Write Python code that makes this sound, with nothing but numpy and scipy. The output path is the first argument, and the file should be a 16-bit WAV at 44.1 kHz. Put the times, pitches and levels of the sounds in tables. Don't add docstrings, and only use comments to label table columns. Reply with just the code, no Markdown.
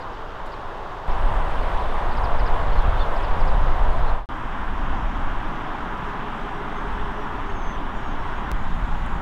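import sys
import numpy as np
from scipy import signal
from scipy.fft import rfft, irfft, next_fast_len
from scipy.io import wavfile
from scipy.ndimage import uniform_filter1d

SR = 44100
rng = np.random.default_rng(int(sys.argv[2]) if len(sys.argv) > 2 else 0)


def store_pcm(level_fs):
    pcm = np.round(np.clip(level_fs, -1, 1) * 32767).astype(np.int16)
    wavfile.write(sys.argv[1], SR, np.atleast_2d(pcm).T)


N = 406161
T = np.arange(N) / SR

# start_s, end_s
SPOTS = [(0, 1.077), (1.077, 4.258), (4.289, 8.5163), (8.5163, 9.3)]
# start_s, end_s, pitch_hz, level_db
WHINE_TONES = [(4.8, 9.2, 10000, -85), (5.0, 8.4, 8000, -87)]
# start_s, decay_s, centre_hz, width_hz, level_db
DRY_TICKS = [(.461, .013, 6000, 11000, -57), (9.063, .002, 7450, 4000, -49)]
# start_s, length_s, centre_hz, level_db
INSECT_BUZZES = [(1.0, 1.55, 8450, -76), (1.08, 1.0, 8620, -74), (4.3, .45, 8200, -77),
                 (6.3, 1.0, 8250, -77), (8.22, .12, 8150, -75), (8.52, .72, 6900, -73)]
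# time_s, pitch_hz, level_db
HIGH_MOTOR = [(5.3, 409, -56), (5.9, 414.5, -47), (6.5, 409.7, -44), (7.3, 411, -40), (7.8, 401.6, -48.5),
              (8.5, 390, -50.5)]
LOW_MOTOR = [(8.52, 166, -44), (8.8, 168, -37), (9.25, 169, -41.5)]
# start_s, top_hz, level_db, note_count
BIRD_CHIPS = [(.005, 4900, -57, 1), (.13, 5300, -61, 1), (.517, 4800, -54, 1), (1.11, 5300, -58, 1),
              (1.61, 4600, -56.5, 1), (1.79, 4300, -57, 1), (2.112, 4700, -55, 1), (2.165, 5020, -51, 2),
              (2.388, 5030, -50.5, 2), (2.77, 4300, -53, 1), (3.16, 5050, -54.5, 2), (3.4, 5050, -53.5, 2),
              (4.07, 4200, -56, 1)]
# start_s, length_s, top_hz, level_db
BIRD_PEEPS = [(2.715, .045, 4480, -56), (2.962, .04, 3720, -51), (2.988, .05, 4480, -50),
              (2.998, .036, 3600, -43)]
BIRD_WHISTLES = [(5.51, .11, 6080, -73), (6.52, .09, 5700, -70), (6.75, .13, 6450, -73),
                 (7.13, .14, 5880, -70), (7.49, .15, 6560, -67), (7.62, .15, 6330, -60),
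                 (7.91, .19, 5880, -68), (7.93, .21, 6840, -67), (8.18, .06, 5530, -71),
                 (8.345, .06, 6630, -68), (8.44, .055, 5780, -69)]
# freq_hz, density_db
EDDY_SPECTRUM = [(4, -4), (9, 0.5), (18, 6.5), (30, -3), (42, -6.5), (65, -14), (100, -21), (170, -30),
                 (400, -57), (2000, -140)]
LULL_DB = [-39, -22.5, -33.5, -28]
# peak_s, length_s, rise_db
BREEZE_GUSTS = [(.5, 0.53, 4.5), (1.26, .2, 3.5), (2.42, 0.34, 4.5), (2.84, 0.3, 6), (3.494, 0.33, 5.5),
                (3.95, 0.59, 5.5), (4.885, 0.62, 10), (5.348, 0.31, 8), (6.98, 0.29, 7), (7.62, 0.48, 6.5),
                (8.15, 0.4, 6), (8.756, 0.63, 5.5)]
# freq_hz, density_db
RUSH_SPECTRUM = [(100, 0.0), (500, -7.6), (750, -2.7), (1000, -0.1), (1300, -5.4), (1650, -9.5),
                 (2350, -20.0), (3100, -21.5), (3550, -23.8), (4200, -32.3), (5400, -37.8), (7000, -41.7),
                 (11000, -52.9), (15000, -52.6)]
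# freq_hz, gain_db
POOL_TINT = [(100, -6.3), (220, -7.2), (420, 1.3), (700, -0.9), (1000, -1.5), (2200, -3.6), (4500, 0.8),
             (7000, -1.7), (15000, -2.0)]
OPEN_SKY_TINT = [(100, -6.0), (190, -1.7), (320, 1.5), (550, 6.7), (800, 5.0), (1400, 2.3), (4500, 3.8),
                 (7000, 0.9), (9000, 4.4), (15000, 3.5)]
GRAVEL_TINT = [(100, -3.7), (210, 2.4), (290, 2.7), (500, -4.5), (750, -1.0), (1600, 0.8), (3300, 0.8),
               (4300, -3.1), (5600, -0.4), (7000, -2), (15000, -1.4)]
SHALLOWS_TINT = [(100, -6.7), (220, 3.0), (350, -1.9), (540, -5.9), (800, -2.3), (1900, -0.4), (3500, -1.5),
                 (4700, -3.4), (6800, -0.0), (15000, -1.2)]
RUSH_LEVEL_DB = [-33, -27.5, -31, -32.5]


def undb(db):
    return 10 ** (np.asarray(db) / 20)


def unit(x):
    return x / np.sqrt(np.mean(x ** 2) + 1e-20)


def add(out, start_s, x):
    i = max(int(start_s * SR), 0)
    out[i:i + len(x)] += x[:max(len(out) - i, 0)]


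def walk(rate_hz):
    steps = rng.standard_normal(2048)
    return 1.29 * np.interp(T * rate_hz, np.arange(len(steps)), steps)


def gate(start_s, end_s, ramp_s):
    return np.clip(np.minimum(T - start_s, end_s - T) / ramp_s, 0, 1)


def colour(x, spectrum):
    hz, db = np.transpose(spectrum)
    size = next_fast_len(len(x))
    bins_hz = np.maximum(np.fft.rfftfreq(size, 1 / SR), 1)
    gain = undb(np.interp(np.log(bins_hz), np.log(hz), db))
    return unit(irfft(rfft(x, size) * gain, size)[:len(x)])


def band(count, centre_hz, width_hz):
    size = next_fast_len(count)
    bins_hz = np.fft.rfftfreq(size, 1 / SR)
    bell = np.exp(-2 * ((bins_hz - centre_hz) / width_hz) ** 2)
    return unit(irfft(rfft(rng.standard_normal(size)) * bell, size)[:count])


def electronics(waver_db=2):
    out = np.zeros(N)
    for start_s, end_s, hz, db in WHINE_TONES:
        tone = unit(np.sin(2 * np.pi * hz * T))
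        out += undb(db + waver_db * walk(30)) * tone * gate(start_s, end_s, ramp_s=.3)
    return out


def ticks():
    out, t = np.zeros(N), T[:SR // 10]
    for start_s, decay_s, hz, width_hz, db in DRY_TICKS:
        add(out, start_s, undb(db) * band(len(t), hz, width_hz) * np.exp(-t / decay_s))
    return out


def insects(width_hz=520):
    out = np.zeros(N)
    for start_s, length_s, hz, db in INSECT_BUZZES:
        count = int(length_s * SR)
        add(out, start_s, undb(db) * band(count, hz, width_hz) * signal.windows.tukey(count, .25))
    return out


def motor(track, blur_hz, direct_gain=.45):
    time_s, hz, db = np.transpose(track)
    phase = 2 * np.pi * np.cumsum(np.interp(T, time_s, hz)) / SR
    paths = direct_gain + walk(blur_hz) + 1j * walk(blur_hz)
    note = unit(np.real(paths * np.exp(1j * phase)))
    return note * undb(np.interp(T, time_s, db)) * gate(time_s[0], time_s[-1], ramp_s=.018)


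def syllable(path_hz, db):
    envelope = np.abs(np.sin(np.linspace(0, np.pi, len(path_hz)))) ** .18
    return undb(db) * unit(envelope * np.sin(2 * np.pi * np.cumsum(path_hz) / SR))


def chips(rasp_hz=190, rasp_depth=.06, droop=.46, crest=.248, spacing_s=.072, accent_db=2):
    out = np.zeros(N)
    for start_s, top_hz, db, note_count in BIRD_CHIPS:
        length_s = .024 * (5030 / top_hz) ** 4
        t = T[:int(length_s * SR)]
        arch_hz = top_hz * (1 - droop * (t / length_s - crest) ** 2)
        rasp = 1 + rasp_depth * np.sin(2 * np.pi * rasp_hz * t)
        for k in range(note_count):
            add(out, start_s + k * spacing_s, syllable(arch_hz * rasp, db + k * accent_db))
    return out


def peeps(bend_hz_per_s2=980000, waver=.0092):
    out, wobble = np.zeros(N), 1 + waver * walk(190)
    for start_s, length_s, top_hz, db in BIRD_PEEPS:
        t = T[:int(length_s * SR)]
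        path_hz = top_hz - bend_hz_per_s2 * (t - length_s / 2) ** 2
        add(out, start_s, syllable(path_hz * wobble[int(start_s * SR):][:len(t)], db))
    return out


def whistles(rise_s=.04, glide_hz_per_s=3100, waver=.0057, flutter_db=1.3):
    out, wobble = np.zeros(N), 1 + waver * walk(68)
    for start_s, length_s, top_hz, db in BIRD_WHISTLES:
        t = T[:int(length_s * SR)]
        path_hz = top_hz - glide_hz_per_s * np.abs(t - rise_s)
        add(out, start_s, syllable(path_hz * wobble[int(start_s * SR):][:len(t)], db))
    return out * undb(flutter_db * walk(60))


def birds(echo_db=-7, echo_decay_s=.0077):
    calls = chips() + peeps() + whistles()
    t = T[:SR // 3]
    scatter = rng.standard_normal(len(t)) * np.exp(-t / echo_decay_s)
    echo = signal.fftconvolve(calls, scatter / np.linalg.norm(scatter))[:N]
    return calls + undb(echo_db) * echo


def breeze(gain_db=2.5, evenness=.98):
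    eddies = colour(rng.standard_normal(N), EDDY_SPECTRUM)
    power = uniform_filter1d(uniform_filter1d(eddies ** 2, SR // 6), SR // 20)
    flutter = unit(eddies / np.sqrt(power + 1e-9) ** evenness)
    steps_db = np.select([T < end_s for _, end_s in SPOTS], np.array(LULL_DB, float))
    lull_db = uniform_filter1d(steps_db, SR // 100)
    gust_db = sum(rise_db * .5 ** ((2 * (T - peak_s) / length_s) ** 2)
                  for peak_s, length_s, rise_db in BREEZE_GUSTS)
    return flutter * undb(lull_db + gust_db + gain_db)


def turbulence(flicker_db=.67, flicker_hz=14, surge_db=.14, surge_hz=5.9):
    size = next_fast_len(N)
    white = rfft(rng.standard_normal(size))
    bins_hz = np.fft.rfftfreq(size, 1 / SR)
    half_octaves = 2 * np.log2(np.clip(bins_hz / 125, 1, 128))
    out = np.zeros(N)
    for k in range(15):
        share = np.cos(np.pi / 2 * np.clip(half_octaves - k, -1, 1)) ** 2
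        out += irfft(white * share, size)[:N] * undb(flicker_db * walk(flicker_hz))
    return unit(out) * undb(surge_db * walk(surge_hz))


def bubbles(count=9000, spread_db=3, decay_cycles=7, glide=.147):
    out = np.zeros(N)
    for time_draw, pitch_draw, level_draw in rng.random((count, 3)):
        hz = 350 * 42 ** pitch_draw
        decay_s = decay_cycles / hz
        age = T[:int(4 * decay_s * SR)] / decay_s
        ring = np.sin(2 * np.pi * decay_cycles * age * (1 + glide * age / 4)) * np.exp(-age)
        gain = hz * undb(-spread_db * np.log(max(level_draw, .01)))
        add(out, time_draw * N / SR, gain * ring)
    return unit(out)


def river(bubble_db=-12, swell_db=.42, swell_hz=.76):
    flow = colour(turbulence() + undb(bubble_db) * bubbles(), RUSH_SPECTRUM)
    tints = POOL_TINT, OPEN_SKY_TINT, GRAVEL_TINT, SHALLOWS_TINT
    out = np.zeros(N)
    for (start_s, end_s), tint, db in zip(SPOTS, tints, RUSH_LEVEL_DB):
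        stretch = flow[int(start_s * SR):int(end_s * SR)]
        add(out, start_s, undb(db) * colour(stretch, tint))
    return out / undb(swell_db * walk(swell_hz))


def scene():
    motors = motor(HIGH_MOTOR, blur_hz=36) + motor(LOW_MOTOR, blur_hz=14)
    return (river() + breeze() + motors + birds() + insects() + ticks() + electronics())[None]


def record(dry):
    fade_start_s, fade_end_s, resume_ramp_s = 4.102, 4.27, .0001
    click_decay_s, cutoff_hz = .00067, 15800
    fade = np.clip((fade_end_s - T) / (fade_end_s - fade_start_s), 0, 1) * (T < SPOTS[1][1])
    resume = np.clip((T - SPOTS[2][0]) / resume_ramp_s, 0, 1)
    joined = dry * (fade + resume)
    click = np.exp(-T[:SR // 20] / click_decay_s)
    add(joined[0], start_s=1.076, x=.016 * click)
    add(joined[0], start_s=8.5163, x=.2 * click)
    lowpass = signal.ellip(10, .1, 80, cutoff_hz, fs=SR, output="sos")
    return signal.sosfilt(lowpass, joined)


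dry = scene()
out = record(dry)
store_pcm(out)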